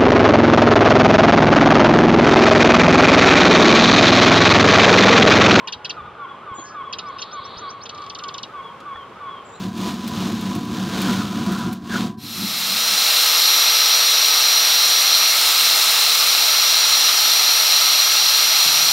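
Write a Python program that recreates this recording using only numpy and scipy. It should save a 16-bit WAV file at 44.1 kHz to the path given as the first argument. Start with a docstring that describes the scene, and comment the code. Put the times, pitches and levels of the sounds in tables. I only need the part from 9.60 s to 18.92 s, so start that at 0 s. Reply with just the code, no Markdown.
"""A steel-braided hose, dragged over the edge of a car body panel, close to one microphone in a garage.
The braid rasps, ticks and zips on the edge; the sheet metal booms. This crossfades into an angle
grinder, just as close and already at full speed, that makes two cuts in the hose in a vise: bevel gears
whine and rattle, the fan rushes, the spinning disc rings and hisses, and the walls echo briefly.
Near the end the disc's shaking hums in the bench."""
import sys
import numpy as np
from scipy import signal
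from scipy.fft import rfft, irfft
from scipy.io import wavfile
from scipy.ndimage import uniform_filter1d

SR = 44100
rng = np.random.default_rng(int(sys.argv[2]) if len(sys.argv) > 2 else 0)


def wav_out(sig):
    """Save sig, one row per channel (or a flat mono array), as 16-bit PCM at SR to the path in sys.argv[1]."""
    wavfile.write(sys.argv[1], SR, np.round(np.clip(np.atleast_2d(sig).T, -1, 1) * 32767).astype(np.int16))


N = 411012
T, HZ = np.arange(N) / SR, np.fft.rfftfreq(N, 1 / SR)

# Levels in the tables are relative: each layer gets its overall gain where it is played.
# the garage's quiet background: (frequency [Hz], level [dB])
ROOM_SPECTRUM = [(25, -24), (55, 1.5), (200, -4), (1000, -16), (4000, -26), (15000, -40)]
# pulls on the hose: (time of top speed [s], length [s], level [dB])
HOSE_PULLS = [(0.01, 0.16, -40), (0.26, 0.17, -34.5), (0.457, 0.18, -40), (0.63, 0.22, -34.5),
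              (0.878, 0.32, -38), (1.2, 0.22, -36.5), (1.396, 0.22, -32.5), (1.52, 0.23, -30.5),
              (1.79, 0.35, -37.5), (1.975, 0.26, -37), (2.379, 0.15, -31.5)]
# the hose bumps the panel: (time [s], level [dB])
HOSE_BUMPS = [(0.06, -25), (0.21, -29), (0.53, -26), (0.65, -21.5), (0.73, -21.5), (0.88, -22.5),
              (0.97, -22.5), (1.1, -24), (1.23, -24), (1.49, -17.5), (1.6, -22), (1.8, -20.5), (1.91, -18),
              (2.08, -20), (2.44, -22), (2.83, -22), (3.13, -29), (3.34, -27)]
# low modes of the panel: (frequency [Hz], width [Hz], level [dB])
BOOM_MODES = [(53, 14, -24.5), (92, 14, -13), (113.3, 4.8, -5.5), (144, 9.2, -8.5), (190, 6.2, 4.5),
              (224.3, 8.6, 1.5), (245.3, 5.5, -1), (289, 19, -7.5), (319, 28, -11.5), (353, 25.6, -11)]
# its higher modes, rung by scraping: (frequency [Hz], width [Hz], level [dB])
SCRAPE_MODES = [(680, 18, -5.5), (740, 25, 1), (996.5, 14.7, 5.5), (1111, 29, 0), (1230, 34, -12),
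                (1588, 73, -4.5)]
# the braid on the panel's edge: (frequency [Hz], level [dB])
RASP_SPECTRUM = [(300, -13.5), (430, -5), (620, -11), (920, -10.5), (1500, -9), (2000, -15.5),
                 (2900, -12.5), (3750, -10), (4900, -15.5), (6800, -18.5), (7700, -23.5), (10400, -29),
                 (12500, -29), (15800, -31)]
# single wires snap over the edge: (time [s], level [dB])
WIRE_SNAPS = [(0.1755, -35), (0.4768, -26), (0.8096, -32), (0.9512, -31), (1.051, -40), (1.4167, -22.5),
              (1.92, -30), (1.9844, -34), (2.1286, -29.5)]
# the tone colour of a snap: (frequency [Hz], level [dB])
SNAP_SPECTRUM = [(500, -38), (2500, 6), (6000, -2), (9500, -2), (13000, -0.5), (15800, -1)]
# quicker pulls zip: (time [s], length [s], level [dB], crossing rate [Hz], glide [octaves/s])
WEAVE_ZIPS = [(1.502, 0.42, -34.5, 1454, -0.5), (1.96, 0.22, -35, 1394, 0), (2.352, .065, -25, 1490, -2.5)]
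# the disc is pressed into the hose: (start [s], end [s])
CUT_SPANS = [(3.35, 5.82), (6.37, 9.6)]
# gear speed, one list per cut: (time [s], tooth meshing rate [Hz])
MESH_RATES = [
    [(3.6, 5745), (4.31, 5729), (5.7, 5735)],
    [(6.75, 5723), (7.56, 5746), (9.32, 5744)],
]
# tones of the motor shaft: (multiple [per turn], level [dB])
SHAFT_TONES = [(1, -30), (9, -19), (11, -21.5), (25, -32)]
# the whine swells as the tool is moved before each cut: (time [s], length [s], rise [dB])
MESH_SWELLS = [(3.295, 0.28, 8.5), (6.07, 0.25, 7)]
# the whine's octave briefly flares or dips: (time [s], length [s], change [dB])
OCTAVE_CHANGES = [(2.7, .3, 4), (3.33, .3, -9), (3.95, .3, 4), (4.55, .3, -1.5), (5.83, .1, -8),
                  (6.42, .16, -11), (7.27, 0.26, -10), (8.58, .09, -6)]
# hollow fan air: (frequency [Hz], level [dB])
FAN_SPECTRUM = [(30, -60), (90, -45), (200, -26.5), (400, -22.5), (540, -22.5), (640, -11.5), (1000, -13.5),
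                (1750, -11), (2300, -9), (3300, -6), (3850, -6.5), (4750, -7.5), (5850, -5), (6450, -16)]
# modes of the gear head and guard: (frequency [Hz], width [Hz], level [dB])
HEAD_MODES = [(648, 54, -15.5), (836, 65, -14), (1260, 146, -5.5), (2159, 28, -6.5), (2400, 31, -9),
              (2645, 67, -7.5), (2734, 42, -3.5), (3237, 64, -7), (3594, 140, -4.5), (4036, 170, -2.5),
              (5225, 300, -3)]
# the spinning disc's high hiss: (frequency [Hz], level [dB])
DISC_HISS_SPECTRUM = [(3000, -10), (6400, -5.5), (7100, 4.5), (7650, -5), (8600, 0), (9700, 0.5),
                      (10450, -6.5), (11200, -4.5), (12000, 2.5), (12700, -4), (14100, -2), (15600, -1.5)]

FADE_START_S, FADE_END_S = 2.57, 3.575  # from the panel to the grinder
PINION_TEETH, CROWN_TEETH = 12, 37


def amp(db):
    """Decibels to gain."""
    return 10 ** (np.asarray(db) / 20)


def unit(x):
    """Scales to rms 1."""
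    return x / np.sqrt(np.mean(x ** 2) + 1e-20)


def swell(s, length_s):
    """A smooth rise and fall around s, above half height for length_s."""
    return np.exp2(-np.minimum(np.square(2 * (T - s) / length_s), 100))


def ramp(s, length_s):
    """Rises from zero at s to one."""
    return np.clip((T - s) / length_s, 0, 1)


def noise():
    """White noise."""
    return rng.standard_normal(N)


def wander(hz):
    """Random drift of rms 1, up to about the given rate."""
    return unit(irfft(rfft(noise()) / (1 + (HZ / hz) ** 4), N))


def grains(per_s, spread_db):
    """Random tiny impacts of uneven size."""
    return unit(noise() * amp(spread_db * np.clip(noise(), -2, 2)) * (rng.random(N) < per_s / SR))


def colour(x, points):
    """Filters by a spectrum that falls away beyond its ends; rms 1."""
    f, db = np.transpose(points)
    octave, knots = np.log2(HZ + 1), np.log2(f)
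    outside = np.abs(octave - np.clip(octave, knots[0], knots[-1]))
    return unit(irfft(rfft(x) * amp(np.interp(octave, knots, db) - 21 * outside), N))


def band(x, low_hz, high_hz):
    """Steep band-pass; rms 1."""
    return unit(irfft(rfft(x) / (1 + (low_hz / (HZ + 1)) ** 4) / (1 + (HZ / high_hz) ** 6), N))


def ring(x, modes):
    """Drives damped modes; neighbours move in opposite directions."""
    body = sum((-1) ** k * amp(db) * 1j * HZ * width / (f ** 2 - HZ ** 2 + 1j * HZ * width)
               for k, (f, width, db) in enumerate(modes))
    return irfft(rfft(x) * body, N)


def resonate(x, hz, width_hz):
    """A resonance that follows the curve hz; rms 1."""
    carrier = np.exp(2j * np.pi * np.cumsum(hz) / SR)
    pole = np.exp(-np.pi * width_hz / SR)
    return unit((carrier * signal.lfilter([1], np.poly([pole, pole]), x / carrier)).real)


def room_tone():
    """The garage's faint, low background, all around the microphone."""
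    return amp(-62.5) * colour(noise(), ROOM_SPECTRUM)


def panel_boom():
    """Small slips shake the sheet metal's low modes; the hand's steady pull evens them out."""
    boom = band(ring(grains(per_s=900, spread_db=1), BOOM_MODES), low_hz=42, high_hz=560)
    return unit(boom / np.sqrt(uniform_filter1d(boom ** 2, size=4000) + 0.11))


def hose_drag(rest_db=-34, boom_per_rasp=0.52, bump_s=0.084):
    """Close up, the weave catches on the edge: many small slips rasp and shake the panel."""
    slide_power = sum((amp(db) * swell(s, length)) ** 2 for s, length, db in HOSE_PULLS)
    slide_db = 10 * np.log10(slide_power + 1e-9)
    drag_db = -24 + boom_per_rasp * (slide_db + 36)
    bump_power = sum((amp(db) * swell(s, bump_s)) ** 2 for s, db in HOSE_BUMPS)
    press_db = 10 * np.log10(amp(rest_db) ** 2 + amp(drag_db) ** 2 + bump_power)
    boom = panel_boom() * amp(press_db - 2.6)
    slips = grains(per_s=9000, spread_db=2.2)
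    rasp = colour(slips, RASP_SPECTRUM) * amp(slide_db + 3 + .5 * wander(hz=40))
    # the higher modes answer both pressure and sliding speed
    scrape_db = 0.57 * press_db + 0.34 * np.maximum(slide_db, -65) - 10.5
    scrape = band(ring(slips, SCRAPE_MODES), low_hz=520, high_hz=1900) * amp(scrape_db)
    return boom + scrape + rasp


def wire_ticks(t60=0.056):
    """Loose wires flick the metal: short bright bursts."""
    strikes = sum(amp(db - 60 * np.maximum(T - s, 0) / t60) * (T >= s) for s, db in WIRE_SNAPS)
    return colour(noise(), SNAP_SPECTRUM) * strikes * amp(-3.5)


def weave_zips():
    """Strands cross the edge at a nearly even rate: a hoarse zip, level or falling in pitch."""
    zips = np.zeros(N)
    for s, length, db, hz, glide in WEAVE_ZIPS:
        pitch = hz * 2 ** (glide * np.clip(T - s, -length, length))
        crossings = np.cumsum(pitch * (1 + 0.077 * wander(hz=260))) / SR
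        zips += np.sqrt(2) * np.sin(2 * np.pi * crossings) * amp(db) * swell(s, length)
    return zips * amp(3.7 * wander(hz=150) - 2)


def gear_rattle(turns):
    """Teeth rattle in their play and ring the gear head, pulsing once per turn of the disc."""
    pulse = 1 + 0.12 * np.cos(2 * np.pi * turns * PINION_TEETH / CROWN_TEETH)
    impacts = grains(per_s=9000, spread_db=0.3) * pulse
    return band(ring(impacts, HEAD_MODES), low_hz=563, high_hz=6450)


def disc_ring(load, free_hz=4074, rise_hz_per_s=26):
    """Rattling rings the disc; the pitch rises as it sinks into the hose and drops back as it lifts."""
    cut_so_far_s = np.cumsum(load) / SR
    ring_hz = free_hz + rise_hz_per_s * cut_so_far_s * load
    ringing = resonate(grains(per_s=9000, spread_db=1.3), ring_hz, width_hz=600)
    return ringing * amp(-5 + 1.9 * load + 0.23 * wander(hz=16))


def fan_rush():
    """The fan blows a steady, hollow stream of air."""
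    return amp(-3.5) * colour(noise(), FAN_SPECTRUM)


def disc_hiss(turns, load):
    """The disc spins through air: a high hiss, pulsing with the motor, a little louder running free."""
    pulse = 1 + .17 * np.cos(2 * np.pi * turns)
    return colour(noise() * pulse, DISC_HISS_SPECTRUM) * amp(-6 - 1.5 * load + .5 * wander(hz=19))


def gear_whine(turns, load, rush_db, shaft_db_per_s=-1):
    """Meshing teeth whine, louder under load; unbalance and fan add shaft tones that slowly recede."""
    mesh_db = -34 + 11 * load + sum(db * swell(s, length) for s, length, db in MESH_SWELLS)
    octave_db = -30.5 + sum(db * swell(s, length) for s, length, db in OCTAVE_CHANGES)
    shaft_db = rush_db + 2 + shaft_db_per_s * (T - FADE_END_S)
    tones = [(PINION_TEETH, mesh_db), (2 * PINION_TEETH, octave_db)]
    tones += [(round(k), shaft_db + db) for k, db in SHAFT_TONES]
    return np.sqrt(2) * sum(amp(db + .5 * wander(hz=18)) * np.sin(2 * np.pi * (k * turns + rng.random()))
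                            for k, db in tones)


def garage_echoes(x, t60=.25, wet_db=-13, echoes_per_s=2000):
    """The direct sound reaches the microphone first, then weaker echoes from bench and walls."""
    t = T[:SR // 2]
    taps = rng.standard_normal(len(t)) * (rng.random(len(t)) < echoes_per_s / SR) * amp(-60 * t / t60)
    return x + amp(wet_db) * signal.fftconvolve(x, taps / np.linalg.norm(taps))[:N]


def bench_hum(disc_turns, start_s=9.055, bump_db=10, settle_s=.015):
    """A soft bump, then the disc's unbalance hums in the bench top."""
    level_db = -48 + bump_db * np.exp(-np.maximum(T - start_s, 0) / settle_s)
    hum = np.sin(2 * np.pi * disc_turns) + amp(-4) * np.sin(4 * np.pi * disc_turns)
    knocking = band(noise(), low_hz=100, high_hz=290)
    return amp(level_db) * (amp(1) * unit(hum) + amp(-4) * knocking) * ramp(start_s, .005)


def grinder(fade, bite_s=0.6, lift_s=.12):
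    """Close up at the vise: a slightly unsteady motor drives gears and disc, loaded by each cut."""
    load = sum(ramp(start, bite_s) - ramp(end - lift_s, lift_s) for start, end in CUT_SPANS)
    mesh_hz = np.interp(T, *np.concatenate(MESH_RATES).T)
    turns = np.cumsum(mesh_hz / PINION_TEETH * (1 + 0.000391 * wander(hz=35))) / SR
    rush = amp(-6) * gear_rattle(turns) + disc_ring(load) + fan_rush() + disc_hiss(turns, load)
    rush_db = -16 - .5 * load
    whine = fade * gear_whine(turns, load, rush_db)
    rush_in_room = garage_echoes(fade * amp(rush_db) * rush)
    return whine + rush_in_room + bench_hum(turns * PINION_TEETH / CROWN_TEETH)


def scene():
    """One close microphone, the same in both channels; the hose fades out as the grinder fades in."""
    fade = ramp(FADE_START_S, FADE_END_S - FADE_START_S)
    hose = hose_drag() + weave_zips() + wire_ticks()
    mono = (1 - fade) * hose + grinder(fade) + room_tone()
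    return np.array([mono, mono])


def record(dry):
    """The recorder's band limit cuts the highest treble."""
    top_hz = 15780
    low_pass = signal.firwin(801, top_hz, window=("kaiser", 9), fs=SR)
    return signal.oaconvolve(dry, low_pass[None], "same")


dry = scene()
out = record(dry)
wav_out(out)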